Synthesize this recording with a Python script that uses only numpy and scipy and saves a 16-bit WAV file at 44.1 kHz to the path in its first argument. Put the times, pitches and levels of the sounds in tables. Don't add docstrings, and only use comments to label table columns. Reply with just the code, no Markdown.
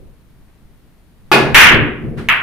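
import sys
import numpy as np
from scipy import signal
from scipy.fft import rfft, irfft, next_fast_len
from scipy.io import wavfile
from scipy.ndimage import map_coordinates

SR = 44100
rng = np.random.default_rng(int(sys.argv[2]) if len(sys.argv) > 2 else 0)


def digitize_waveform(pressure):
    field = np.atleast_2d(pressure).T
    bounded = np.clip(field, -1, 1)
    quanta = np.round(bounded * 32767).astype(np.int16)
    wavfile.write(sys.argv[1], SR, quanta)


N = 106942
T = np.arange(N) / SR


# (time [s], level [dB], frequency scale [ratio], tail over direct sound [dB])
COLLISIONS = [(1.545, 38, 1.09, 4), (1.551, 34.5, 0.9, 5.5), (1.577, 37, 1.023, 4), (1.605, 32, 1.035, 7.5),
              (2.287, 26.5, .98, 3.5), (2.421, 16.5, 1.02, -7)]
# (frequency [Hz], level [dB])
CONTACT_SPECTRUM = [(60, -16.5), (300, -32.5), (650, -14.5), (1100, -5.5), (1600, -0.5), (2100, 0.5),
                    (2800, -2), (3400, -11.5), (4300, -29), (5800, -34), (7500, -32), (10000, -33.5),
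                    (12200, -25.5), (14200, -27), (16000, -40)]
def ball_clicks():
    return sum(impact(time, db, lambda hz: along(CONTACT_SPECTRUM, hz / scale), tail_db)
               for time, db, scale, tail_db in COLLISIONS)


# (frequency [Hz], level [dB])
KNOCK_SPECTRUM = [(40, -28), (120, -16), (350, -3.5), (620, -2.5), (1000, -6.5), (1900, -10.5),
                  (2600, -8.5), (3000, -15), (4000, -16.5), (7500, -20.5), (10000, -23), (15000, -20.5)]
# (frequency [Hz], level [dB], T60 [s])
TIP_MODES = [(874, -5, 0.083), (1190, -1, 0.02)]
# (frequency [Hz], relative level [dB], T60 before stretching [s])
SHAFT_MODES = [(135, -16, 1.2), (236, -12, .6), (341, -7, .3), (389, -5, .35), (841, -8, .25),
               (1118, -8, .25), (1458, -6, .27), (1686, -14, .8), (1730, -12, .35), (2136, -8, .28),
               (2464, -6, .25), (2530, -5, .3), (2853, -16, .4), (3270, -8, .22), (3585, -17, .3),
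               (4797, -24, .28)]
def cue_strike(time=1.3158, attack_s=0.0066, t60_stretch=1.13):
    phases = rng.uniform(-np.pi, np.pi, (len(SHAFT_MODES), 2))
    ring = 0
    for (hz, db, t60), (phase, apart) in zip(SHAFT_MODES, phases):
        stereo_phase = apart * (1 - along(COHERENCE, hz)) / 2 * np.array([[1], [-1]])
        ring += amp(db) * decay(t60 * t60_stretch) * np.sin(2 * np.pi * hz * T + phase + stereo_phase)
    ring *= 1 - np.exp(-T / attack_s)
    tock = sum(amp(db) * decay(t60) * np.sin(2 * np.pi * hz * T) for hz, db, t60 in TIP_MODES)
    lift_db = lambda hz: 4 * sum(resonance(hz, centre, width_hz=88) for centre, _, _ in SHAFT_MODES)
    knock_db = lambda hz: along(KNOCK_SPECTRUM, hz) + lift_db(hz)
    knock = impact(time, db=21.5, spectrum_db=knock_db, tail_db=14.5)
    return knock + at(time, tock + amp(-7.5) * ring)


# (time [s], level [dB])
THUMP_EVENTS = [(1.546, 15), (1.708, 25), (1.745, 21), (1.795, 8.5), (2.025, 5), (2.171, 3.5)]
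# (frequency [Hz], level [dB])
THUMP_SPECTRUM = [(25, -5.5), (60, -5.5), (110, -1), (160, -2), (200, -3), (290, -2.5), (380, -6),
                  (480, -6), (700, -17.5), (1500, -40.5), (5000, -71)]
def cushion_thumps():
    spectrum_db = lambda hz: along(THUMP_SPECTRUM, hz) + table_lift_db(hz, rolling=False)
    return sum(impact(time, db, spectrum_db, tail_db=11) for time, db in THUMP_EVENTS)


# (time [s], level [dB])
ROLL_LEVEL = [(1.31, -102), (1.36, -25.5), (1.45, -23), (1.6, -18), (1.82, -31), (1.97, -37.5), (2.05, -24),
              (2.23, -29), (2.27, -35), (2.42, -40)]
# (frequency [Hz], level [dB])
ROLL_SPECTRUM = [(25, -31), (60, -3), (100, -4), (160, 1.5), (300, -11.5), (420, -12), (600, -23),
                 (1200, -41), (4000, -58.5), (10000, -58), (15000, -71)]
def rolling_balls():
    rumble = diffuse_noise(lambda hz: along(ROLL_SPECTRUM, hz) + table_lift_db(hz, rolling=True))
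    return amp(np.interp(T, *np.transpose(ROLL_LEVEL))) * rumble


# (frequency [Hz], width [Hz], gain when thumped [dB], gain when rolled on [dB])
TABLE_RESONANCES = [(112, 10, 8, 5), (134, 9, 2, 3), (183, 20, -6, -6), (232, 12, 1, 12), (258, 20, -5, -5),
                    (297, 22, 5, 4), (361, 13, 9, 8), (390, 12, 6, 2)]
def table_lift_db(hz, rolling):
    return sum((roll_db if rolling else thump_db) * resonance(hz, centre, width)
               for centre, width, thump_db, roll_db in TABLE_RESONANCES)


# (time [s], level [dB], rise [s], T60 [s])
SCUFF_EVENTS = [(0.466, -60, 0.027, 0.4), (1.24, -59, .06, .8), (2.166, -29, 0.025, 0.4)]
# (frequency [Hz], level [dB])
SCUFF_SPECTRUM = [(100, 5.5), (600, -10), (1200, -0.5), (2100, -4), (3200, -11.5), (5000, -19),
                  (8000, -19.5), (10000, -24.5), (12000, -32), (15000, -38.5)]
def cloth_scuffs():
    scuffs = 0
    for time, db, rise, t60 in SCUFF_EVENTS:
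        swell = np.sin(np.pi / 2 * np.minimum(T / rise, 1)) ** 2
        friction = diffuse_noise(lambda hz: along(SCUFF_SPECTRUM, hz))
        scuffs += amp(db) * at(time, friction * swell * decay(t60))
    return scuffs


# (arrival time [s], relative level [dB], left lead [s])
REFLECTIONS = [(.00055, -4, -.00004), (.0027, -8, -.0001), (.0054, -2, -.00004), (.0059, -3, -.00003),
               (.0064, -2, -.00003), (.0119, -4, -.00005), (.0129, -6, .00005), (.014, -5, .00005),
               (.0255, -8, .0001), (.0385, -4, .00003), (.0582, -9, .00005)]
# (frequency [Hz], level [dB])
TAIL_SPECTRUM = [(300, -2.5), (3500, -1.5), (6000, -2.5), (10000, -4), (15000, -20.5)]
# (frequency [Hz], T60 [s])
REVERB_TIME = [(100, 0.53), (300, 0.66), (800, 0.59), (2000, 0.55), (4000, 0.45), (8000, 0.35), (14000, .3)]
# (frequency [Hz], time constant [s])
REVERB_RISE = [(300, 0.018), (700, 0.02), (1500, .006), (10000, .005)]
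def shelter(tail_db):
    hz, t, bands = signal.stft(diffuse_noise(lambda hz: along(TAIL_SPECTRUM, hz)), SR, nperseg=256)
    fall = amp(-60 * t / along(REVERB_TIME, hz)[:, None])
    rise = 1 - np.exp(-t / along(REVERB_RISE, hz)[:, None])
    tail = signal.istft(bands * fall * rise, SR, nperseg=256)[1][:, :N]
    response = amp(tail_db) * tail / np.linalg.norm(tail[0])
    direct = (0.00091, 0.011, -0.00002)
    echoes = [(arrival, db - 2.5, lead) for arrival, db, lead in REFLECTIONS]
    for arrival, db, lead in [direct] + echoes:
        response[0, round((arrival + max(-lead, 0)) * SR)] += amp(db)
        response[1, round((arrival + max(lead, 0)) * SR)] += amp(db)
    return response


# (frequency [Hz], level [dB])
AIR_SPECTRUM = [(22, -1.5), (50, 0), (85, -7), (165, -8.5), (280, -16.5), (500, -25), (1000, -29.5),
                (2000, -33), (3300, -37), (5000, -40), (7500, -36.5), (10000, -39), (11000, -45),
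                (12500, -41), (15500, -50)]
# (time [s], level [dB])
RUMBLE_LEVEL = [(0, 4), (.12, 4.5), (.18, -4), (.55, 0), (.85, -2), (1.15, -5.5), (1.21, -1.5), (1.27, 3.5),
                (1.4, 8)]
def meadow_air(sway_db=1.5, sways_per_s=9, corner_hz=200):
    sway = map_coordinates(rng.standard_normal(32), [T * sways_per_s], mode="mirror")
    ambience = diffuse_noise(lambda hz: along(AIR_SPECTRUM, hz))
    rumble = filtered(ambience, lambda hz: 1 / (1 + (hz / corner_hz) ** 2))
    rumble_gain = amp(sway_db * sway + np.interp(T, *np.transpose(RUMBLE_LEVEL)))
    return amp(-47) * (ambience + rumble * (rumble_gain - 1))


# (frequency [Hz], level [dB])
MURMUR_SPECTRUM = [(40, -30), (130, -20), (380, 3), (600, -5), (1000, -30), (4000, -42.5)]
def fading_murmur():
    return amp(-46.5) * decay(t60=0.49) * diffuse_noise(lambda hz: along(MURMUR_SPECTRUM, hz))


# (frequency [Hz], coherence [ratio])
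COHERENCE = [(30, .45), (70, 0.32), (140, 0.53), (340, 0.86), (650, 0.59), (1200, 0.62), (2000, .28),
             (3400, 0.1), (8000, 0.23)]
def diffuse_noise(spectrum_db):
    angle = lambda hz: np.arccos(np.clip(along(COHERENCE, hz), -1, 1)) / 2
    gains = lambda hz: amp(spectrum_db(hz)) * [np.cos(angle(hz)), np.sin(angle(hz))]
    mid, side = filtered(rng.standard_normal((2, N)), gains)
    noise = np.array([mid + side, mid - side])
    return noise / np.sqrt(np.mean(noise ** 2) + 1e-20)


def impact(time, db, spectrum_db, tail_db):
    return amp(db) * at(time, filtered(shelter(tail_db), lambda hz: minimum_phase(spectrum_db(hz))))


def resonance(hz, centre, width_hz):
    return 1 / (1 + (2 * (hz - centre) / width_hz) ** 2)


def decay(t60):
    return np.exp(-np.log(1000) * T / t60)


def amp(db):
    return 10 ** (np.asarray(db) / 20)


def along(points, hz):
    frequencies, values = np.transpose(points)
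    return np.interp(np.log(hz + 1), np.log(frequencies + 1), values)


def at(time, sound):
    return np.pad(sound, ((0, 0), (max(round(time * SR), 0), 0)))[:, :N]


def filtered(sound, response):
    size = 2 * next_fast_len(N)
    return irfft(rfft(sound, size) * response(np.fft.rfftfreq(size, 1 / SR)), size)[..., :N]


def minimum_phase(db):
    cepstrum = irfft(np.log(amp(db)))
    half = len(cepstrum) // 2
    folded = np.concatenate([cepstrum[:1], 2 * cepstrum[1:half], cepstrum[half:half + 1]])
    return np.exp(rfft(folded, len(cepstrum)))


def scene():
    centred = cue_strike() + ball_clicks() + cloth_scuffs()
    leftward = cushion_thumps() + rolling_balls() + meadow_air() + fading_murmur()
    return centred + leftward * amp([[0.67], [-0.67]])


# (frequency [Hz], gain [dB])
RECORDER_TONE = [(4500, 1.5), (7600, -7), (9000, -3), (10000, 2.5), (11200, -3), (14500, 7), (15900, -2.5)]
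def record(dry, ceiling=0.71, hardness=28, cutoff_hz=15750):
    clipped = dry / (1 + np.abs(dry / ceiling) ** hardness) ** (1 / hardness)
    lowpass = lambda hz: 1 / (1 + (hz / cutoff_hz) ** 160)
    return filtered(clipped, lambda hz: minimum_phase(along(RECORDER_TONE, hz)) * lowpass(hz))


dry = scene()
out = record(dry)
digitize_waveform(out)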